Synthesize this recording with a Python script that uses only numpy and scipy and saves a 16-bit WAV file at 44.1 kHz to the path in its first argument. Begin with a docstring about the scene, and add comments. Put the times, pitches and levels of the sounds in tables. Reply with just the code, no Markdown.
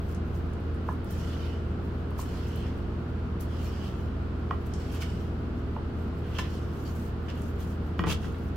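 """Slicing raw chicken

A knife slices raw chicken on a plastic board, in a kitchen where refrigeration units hum.
In each cut the edge knocks on the board and is drawn back with a soft swish, while films of
juice part and crackle. Then a gloved hand gathers the strips, and the blade clacks down and
scrapes under them."""
import sys
import numpy as np
from scipy import signal
from scipy.fft import rfft, irfft
from scipy.io import wavfile

SR = 44100
rng = np.random.default_rng(int(sys.argv[2]) if len(sys.argv) > 2 else 0)


def persist_wave(psi):
    """Save psi, clipped to +-1, as 16-bit WAV."""
    counts = np.round(np.clip(psi, -1, 1) * 32767).astype(np.int16)
    wavfile.write(sys.argv[1], SR, np.atleast_2d(counts).T)


N = 377496
TIME = np.arange(N) / SR
FREQS = np.fft.rfftfreq(N, 1 / SR)
TOP_HZ = 15900
CUT_ATTACK_S = .15  # the hand gathers speed

# Stereo image of the rubs and fizz on the board. 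Each row: frequency in Hz, left-right likeness (0-1).
BOARD_LIKENESS = [(200, 0.98), (1200, 1), (3000, 0.31), (7000, 0), (15000, 0)]
# The slicing strokes. Each row: start in seconds, length in seconds, rub level in dB,
# treble tilt in dB at the start, treble tilt in dB at the end, wet fizz level in dB.
CUTS = [(1.03, 0.43, -51.5, 14, -2.5, -65), (2.143, 0.51, -53, 9, -2, -63), (3.433, 0.43, -52.5, 3, 2, -64),
        (4.673, 0.45, -53, 4, 5, -67), (6.19, 0.36, -54.5, -14, 7, -63)]


def amp(db):
    """Decibels to gain."""
    return 10 ** (np.asarray(db) / 20)


def unit(x):
    """Scales to rms 1."""
    return x / np.sqrt(np.mean(x ** 2) + 1e-30)


def read(points, hz):
    """Reads a curve on a logarithmic frequency axis."""
    f, value = np.transpose(points)
    return np.interp(np.log(hz + 1), np.log(f + 1), value)


def add(mix, start_s, sound):
    """Mixes a sound in at its start time."""
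    part = mix[..., max(round(start_s * SR), 0):][..., :sound.shape[-1]]
    part += sound[..., :part.shape[-1]]


def envelope(start, length, attack_s, release_s):
    """A straight rise, with a dying release once the length is over."""
    age = TIME - start
    return np.clip(age / attack_s, 0, 1) * np.exp(-np.maximum(age - length, 0) / release_s)


def drift(hz):
    """Smooth random wander of rms 1, rolling off around hz."""
    t = TIME[::32]
    lowpass = np.exp(-(np.fft.rfftfreq(len(t), t[1]) / hz) ** 2)
    slow = irfft(rfft(rng.standard_normal(len(t))) * lowpass, len(t))
    return unit(np.interp(TIME, t, slow))


def grains(per_s, spread_db):
    """Two trains of tiny random impulses of uneven size."""
    size = amp(spread_db * np.minimum(rng.exponential(1, (2, N)), 4))
    return size * rng.choice([-1, 1], (2, N)) * (rng.random((2, N)) < per_s / SR)


def coloured(pair, colour_db, likeness):
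    """Gives two unrelated signals a tone colour and a stereo width."""
    a, b = rfft(pair)
    same = np.clip(read(likeness, FREQS), -1, 1)
    mid, side = a * np.sqrt(1 + same), b * np.sqrt(1 - same)
    return unit(irfft(np.array([mid + side, mid - side]) * amp(colour_db), N))


def patchy(x, depth_db, width_hz, hold_s):
    """Resonances that come and go, each about width_hz wide and hold_s long."""
    hz, t, spectra = signal.stft(x, SR, nperseg=1024)
    patches = rng.standard_normal(spectra.shape[1:])
    for axis, span in enumerate([width_hz / hz[1], hold_s / t[1]]):
        count = patches.shape[axis]
        blur = np.exp(-(2 * (np.arange(count) - count // 2) / span) ** 2)
        patches = signal.fftconvolve(patches, np.expand_dims(blur, 1 - axis), "same")
    return unit(signal.istft(spectra * amp(depth_db * unit(patches)), SR)[1][:, :N])


def ring(modes, tuning, contact_s):
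    """Struck modes, neighbours in opposite phase; a cushioned contact leaves the high ones quiet."""
    t = TIME[:SR // 4]
    sound = sum((-1) ** k * amp(db - 60 * t / t60) * np.sin(2 * np.pi * hz * tuning * t)
                for k, (hz, db, t60) in enumerate(modes))
    force = np.sin(np.pi * np.minimum(t / max(contact_s, 3 / SR), 1)) ** 2
    sound = signal.fftconvolve(sound, force)[:len(t)]
    return sound / abs(sound).max()


def reflections(x, predelay_s, t60s, count=1200):
    """Sparse echoes of random sign, separate for each side, each band dying at its own speed."""
    taps = np.zeros((2, SR))
    at = np.arange(count) * 20 + rng.integers(0, 20, (2, count))
    np.put_along_axis(taps, at, rng.choice([-1., 1.], at.shape), 1)
    hz, t, spectra = signal.stft(taps, SR, nperseg=256)
    tail = signal.istft(spectra * amp(-60 * t / read(t60s, hz)[:, None]), SR)[1]
    tail = np.pad(tail / np.linalg.norm(tail[0]), ((0, 0), (round(predelay_s * SR), 0)))
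    return signal.fftconvolve(x, tail, axes=1)[:, :N]


def refrigeration(waver=0.097, sway_rad=0.5, waver_hz=0.42, air_db=-36.5):
    """The background bed: slightly wavering motor tones in the rush of moving air."""
    # Compressor and fan tones. Each row: frequency in Hz, rms level in dB.
    tones = [(26.9, -48), (28.6, -59), (53.8, -52.5), (57.9, -42), (80.7, -34), (119.8, -42.5),
             (146.7, -57), (161.5, -50), (173.6, -52), (240, -59.5), (242.2, -52.5), (319, -70),
             (345.9, -48.5), (403.7, -51.5), (460.9, -53.5), (485.2, -65), (663.5, -64)]
    # Rush of the fans. Each row: frequency in Hz, relative level in dB.
    air_colour = [(15, -34), (28, -16), (41, -16), (60, 1.5), (85, 0.5), (132, -6), (190, -0.5), (265, -3),
                  (340, -9), (450, -12), (560, -14.5), (900, -19.5), (1400, -18.5), (1800, -27.5),
                  (2350, -31.5), (2900, -31), (3700, -37), (4600, -39), (6200, -49), (10000, -56),
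                  (15500, -59.5)]
    # Stereo image of the rush. Each row: frequency in Hz, left-right likeness (0-1).
    air_likeness = [(60, 0.8), (130, 1), (280, .88), (550, 0.24), (1200, 0.19), (3000, 0.053), (7000, 0),
                    (15000, 0)]
    hum = np.zeros(N)
    for hz, db in tones:
        gain = amp(db) * (1 + waver * drift(waver_hz))
        hum += gain * np.sin(2 * np.pi * (hz * TIME + rng.random()) + sway_rad * drift(waver_hz))
    air = coloured(rng.standard_normal((2, N)), read(air_colour, FREQS), air_likeness)
    return np.sqrt(2) * hum + amp(air_db) * air


def wetness(drying_db_per_s=13):
    """The fizz's gain: faint and fitful under the holding hand, up in each cut and squelch."""
    # Meat parts from blade, glove or board. Each row: start in seconds, length in seconds, level in dB.
    squelches = [(0.068, 0.06, -58), (0.335, 0.023, -61), (.86, .06, -64), (1.093, 0.026, -56.5),
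                 (1.16, .05, -59), (2.174, .032, -46.5), (2.46, 0.032, -57), (2.55, 0.055, -64),
                 (3.394, 0.022, -50.5), (3.593, 0.087, -57), (3.97, .04, -68), (4.648, 0.024, -59),
                 (4.907, 0.037, -54.5), (5, .02, -49), (5.14, .14, -66), (5.91, 0.17, -68),
                 (6.375, .022, -57), (6.632, 0.28, -60), (6.87, 0.21, -57), (7.278, 0.23, -61.5),
                 (7.574, 0.066, -54), (7.653, 0.065, -59.5), (7.975, 0.036, -58), (8.02, 0.47, -66)]
    gains = [amp(-76.5 + 5.5 * drift(hz=9))]  # the holding hand
    for start, length, *_, fizz_db in CUTS:
        drying_db = drying_db_per_s * np.maximum(TIME - start, 0)  # the blade leaves the meat
        gains.append(amp(fizz_db - drying_db) * envelope(start, length, CUT_ATTACK_S, release_s=.14))
    for start, length, db in squelches:
        gains.append(amp(db) * envelope(start, length, attack_s=0.49 * length, release_s=0.017))
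    return np.sqrt(sum(gain ** 2 for gain in gains))


def wet_meat(trim_db=-0.5, clump_db=1.0):
    """Countless tiny films of juice part, in clumps; a few larger ones crackle above the fizz."""
    # The bright colour of the fizz. Each row: frequency in Hz, relative level in dB.
    wet_colour = [(2000, -7), (4500, 3), (6000, 5), (8000, 1.5), (10500, -1), (13000, 5), (14700, 1),
                  (15800, 1.5)]
    films = unit(grains(per_s=6000, spread_db=3)) + amp(-6) * unit(grains(per_s=200, spread_db=3))
    fizz = coloured(films, read(wet_colour, FREQS), BOARD_LIKENESS)
    fizz = patchy(fizz, depth_db=2.3, width_hz=800, hold_s=.018)
    return fizz * wetness() * amp(trim_db + clump_db * drift(hz=60))


def fibre_snaps(tick_s=0.00024, spatter_db=-16, spatter_s=0.012, width_octaves=0.48):
    """Wet films and fibres snap, each a sharp tick with a short spatter after it."""
    # The loudest snaps. 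Each row: start in seconds, peak level in dB, band centre in Hz.
    snaps = [(0.091, -51, 7000), (.1476, -42.5, 6330), (.5345, -43, 6500), (.6025, -52, 13000),
             (.7442, -52, 9500), (.9293, -45, 10900), (1.0447, -42, 12000), (1.1085, -38, 13000),
             (1.1244, -41, 13000), (2.1068, -47.5, 13000), (2.215, -39, 9000), (2.561, -35, 13500),
             (3.408, -39, 7000), (3.4109, -33, 14000), (4.738, -38, 5700), (4.8, -43, 6500),
             (4.923, -42, 9000), (4.9478, -42, 10100), (7.3019, -37, 3960), (7.4196, -41, 7000)]
    out, t = np.zeros((2, N)), TIME[:2048]
    hz = np.fft.rfftfreq(len(t), 1 / SR)
    fade = np.exp(-t / tick_s) + amp(spatter_db) * np.exp(-t / spatter_s)
    for start, peak_db, centre_hz in snaps:
        band = np.exp(-.5 * (np.log2((hz + 1) / centre_hz) / width_octaves) ** 2) * (hz < TOP_HZ)
        tick = irfft(rfft(rng.standard_normal((2, len(t)))) * band) * fade
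        add(out, start, amp(peak_db) * tick / abs(tick.mean(0)).max())
    return out


def edge_swish(uneven_db=1, crossover_hz=4300):
    """The edge rubs over scored plastic; its resonances shift as the contact moves along the blade."""
    # Colour of the swish. Each row: frequency in Hz, relative level in dB.
    swish_colour = [(600, -10), (1400, 0), (2250, -5), (2650, -1.5), (3000, 3), (3300, -1), (3750, -8.5),
                    (4400, -6), (5300, -7), (6500, -14), (7400, -14.5), (9000, -20.5), (16000, -26)]
    # Brief hard rubs, as the edge bites through or the hand shoves the strips.
    # Each row: start in seconds, length in seconds, level in dB, treble tilt in dB.
    hard_rubs = [(2.183, 0.033, -52, 2), (4.936, .035, -51, 0), (5.007, 0.023, -41, 4),
                 (6.345, 0.03, -49, -6), (6.382, 0.011, -31.5, 4), (6.43, 0.031, -53, -12),
                 (6.848, 0.044, -52.5, 10), (7.279, 0.031, -50, -6), (7.34, 0.049, -58, -9),
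                 (7.585, .04, -59, -3)]
    rub = coloured(grains(per_s=9000, spread_db=3.6), read(swish_colour, FREQS), BOARD_LIKENESS)
    rub = patchy(rub, depth_db=2.8, width_hz=220, hold_s=.05)
    body = irfft(rfft(rub) / (1 + (FREQS / crossover_hz) ** 6), N)
    strokes = []
    for start, length, db, first_db, last_db, _ in CUTS:
        gain = amp(db) * envelope(start, length, CUT_ATTACK_S, release_s=0.11)
        strokes.append((gain, np.interp(TIME, [start, start + length], [first_db, last_db])))
    for start, length, db, tilt_db in hard_rubs:
        strokes.append((amp(db) * envelope(start, length, attack_s=0.0064, release_s=0.01), tilt_db))
    # Half of the tilt lowers the body, half lifts the treble.
    body_gain = np.sqrt(sum(gain ** 2 / amp(tilt_db) for gain, tilt_db in strokes))
    treble_gain = np.sqrt(sum(gain ** 2 * amp(tilt_db) for gain, tilt_db in strokes))
    return (body * body_gain + (rub - body) * treble_gain) * amp(uneven_db * drift(hz=41))


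def blade_scrape(chatter_db=2.0, attack_s=0.045):
    """Quick slips of steel on plastic excite the resonances of the blade."""
    # Broad colour of the scrape. Each row: frequency in Hz, relative level in dB.
    scrape_colour = [(400, 0), (1100, 6), (2000, -1), (3000, 5.5), (4000, -1), (5500, -1), (7500, -6),
                     (11000, -14), (15000, -10)]
    # Blade resonances. Each row: centre in Hz, width in Hz, boost in dB.
    resonances = [(1370, 140, 2), (2710, 230, 7), (3300, 150, 6), (4830, 100, 4), (6440, 370, 3),
                  (9000, 150, 7), (10030, 160, 13), (14750, 300, 0)]
    # The flat of the blade slides under the strips, then pushes them on.
    # Each row: start in seconds, length in seconds, level in dB, release in seconds.
    scrapes = [(8.055, 0.071, -33.5, 0.0094), (8.187, 0.075, -51.5, 0.036)]
    peaks_db = sum(db / (1 + (2 * (FREQS - hz) / width) ** 2) for hz, width, db in resonances)
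    push = sum(amp(db) * envelope(start, length, attack_s, release_s)
               for start, length, db, release_s in scrapes)
    slips = grains(per_s=7000, spread_db=3.1)
    rasp = coloured(slips, read(scrape_colour, FREQS) + peaks_db, BOARD_LIKENESS)
    return rasp * push * amp(chatter_db * drift(hz=250))


def knife_knocks(rebound_s=.0068, rebound_loss_db=6, rebound_softening=1.45):
    """Board, blade and table ring together at each blow; a loosely held blade rebounds."""
    # The blade meets the board. Each row: start in seconds, board level in dB, contact time in seconds,
    # tuning ratio of board and steel, steel clack in dB, table thud in dB, rebounds (rounded).
    blows = [(0.8868, -21, .00072, 0.92, -32.5, -40, 0), (2.113, -37, .00075, .96, -66, -60, 0),
             (2.1902, -28.5, 0.00053, .96, -49, -55, 0), (4.5089, -18, 0.00024, 1.03, -30.5, -30, 0),
             (5.0256, -46, 0.00011, 0.98, -32.5, -57, 0), (5.7632, -27, .0004, 0.85, -40, -56, 0),
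             (6.3871, -25.5, 0.00015, .95, -24.5, -37, 1), (7.9924, -21.5, 0.00018, 1.02, -23, -19, 0.5),
             (8.0383, -22.5, 0.0002, 1.04, -28.5, -21, 3), (8.0689, -29, .0001, 0.81, -29.5, -21.5, 2),
             (8.244, -36, .00076, 1.06, -35, -29, 0), (8.345, -54, .0002, 1.16, -41, -45, 0)]
    # Modes of the plastic board, the blade pressed on it and the table underneath.
    # Each row: frequency in Hz before tuning, relative level in dB, time to fall 60 dB in seconds.
    board_modes = [(704, -3.5, 0.024), (860, 1, 0.018), (1034, 7.5, 0.024), (1134, 7, 0.027),
                   (1340, 2.5, 0.015)]
    steel_modes = [(1530, -2, 0.016), (1861, 0.5, 0.051), (1858, 1.5, 0.025), (2380, -6, 0.02),
                   (2850, -5, 0.021), (3280, -3.5, 0.0098), (4340, -10, 0.01), (5230, -10, 0.0098),
                   (6540, -14, .012), (9200, -17, .006)]
    table_modes = [(104, -4, 0.28), (199, 1.5, 0.22), (374, 0.5, 0.063), (502, -5.5, 0.11),
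                   (810, -5.5, 0.012)]
    clacks, thuds = np.zeros((2, N)), np.zeros((2, N))
    for start, board_db, contact_s, tuning, steel_db, thud_db, rebounds in blows:
        for k in range(round(rebounds) + 1):
            at, gain = start + k * rebound_s, amp(-k * rebound_loss_db)
            touch_s = contact_s * rebound_softening ** k
            board = amp(board_db) * ring(board_modes, tuning, touch_s)
            steel = amp(steel_db) * ring(steel_modes, tuning, touch_s)
            add(clacks, at, gain * (board + steel))
            add(thuds, at, gain * amp(thud_db) * ring(table_modes, tuning=0.92, contact_s=touch_s))
    nearby_surfaces = reflections(clacks, predelay_s=0.00391, t60s=[(1000, .055)])
    return clacks + thuds + amp(-8) * nearby_surfaces


def scene(room_db=-7.5):
    """The work on the board and its kitchen reverb, over the hum of the machines."""
    # Kitchen reverb. 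Each row: frequency in Hz, time to fall 60 dB in seconds.
    kitchen_decay = [(150, 0.56), (1000, 0.15), (4000, 0.2), (15000, 0.088)]
    # Panning of the knife work. Each row: frequency in Hz, left minus right in dB.
    balance = [(200, 3), (1200, -3), (4000, -2.5), (8000, 0.5), (15000, -0.5)]
    work = edge_swish() + wet_meat() + fibre_snaps() + knife_knocks() + blade_scrape()
    work = work + amp(room_db) * reflections(work, predelay_s=.012, t60s=kitchen_decay)
    pan = amp(np.outer([.5, -.5], read(balance, FREQS)))
    work = irfft(rfft(work) * pan, N)
    return work + refrigeration() * amp([[-.2], [.2]])  # the bed leans a touch to the right


def record(dry):
    """A steep low-pass trims the very top of the mix."""
    lowpass = signal.firwin(511, TOP_HZ, window=("kaiser", 9), fs=SR)
    return signal.oaconvolve(dry, lowpass[None], "same", axes=1)


dry = scene()
out = record(dry)
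persist_wave(out)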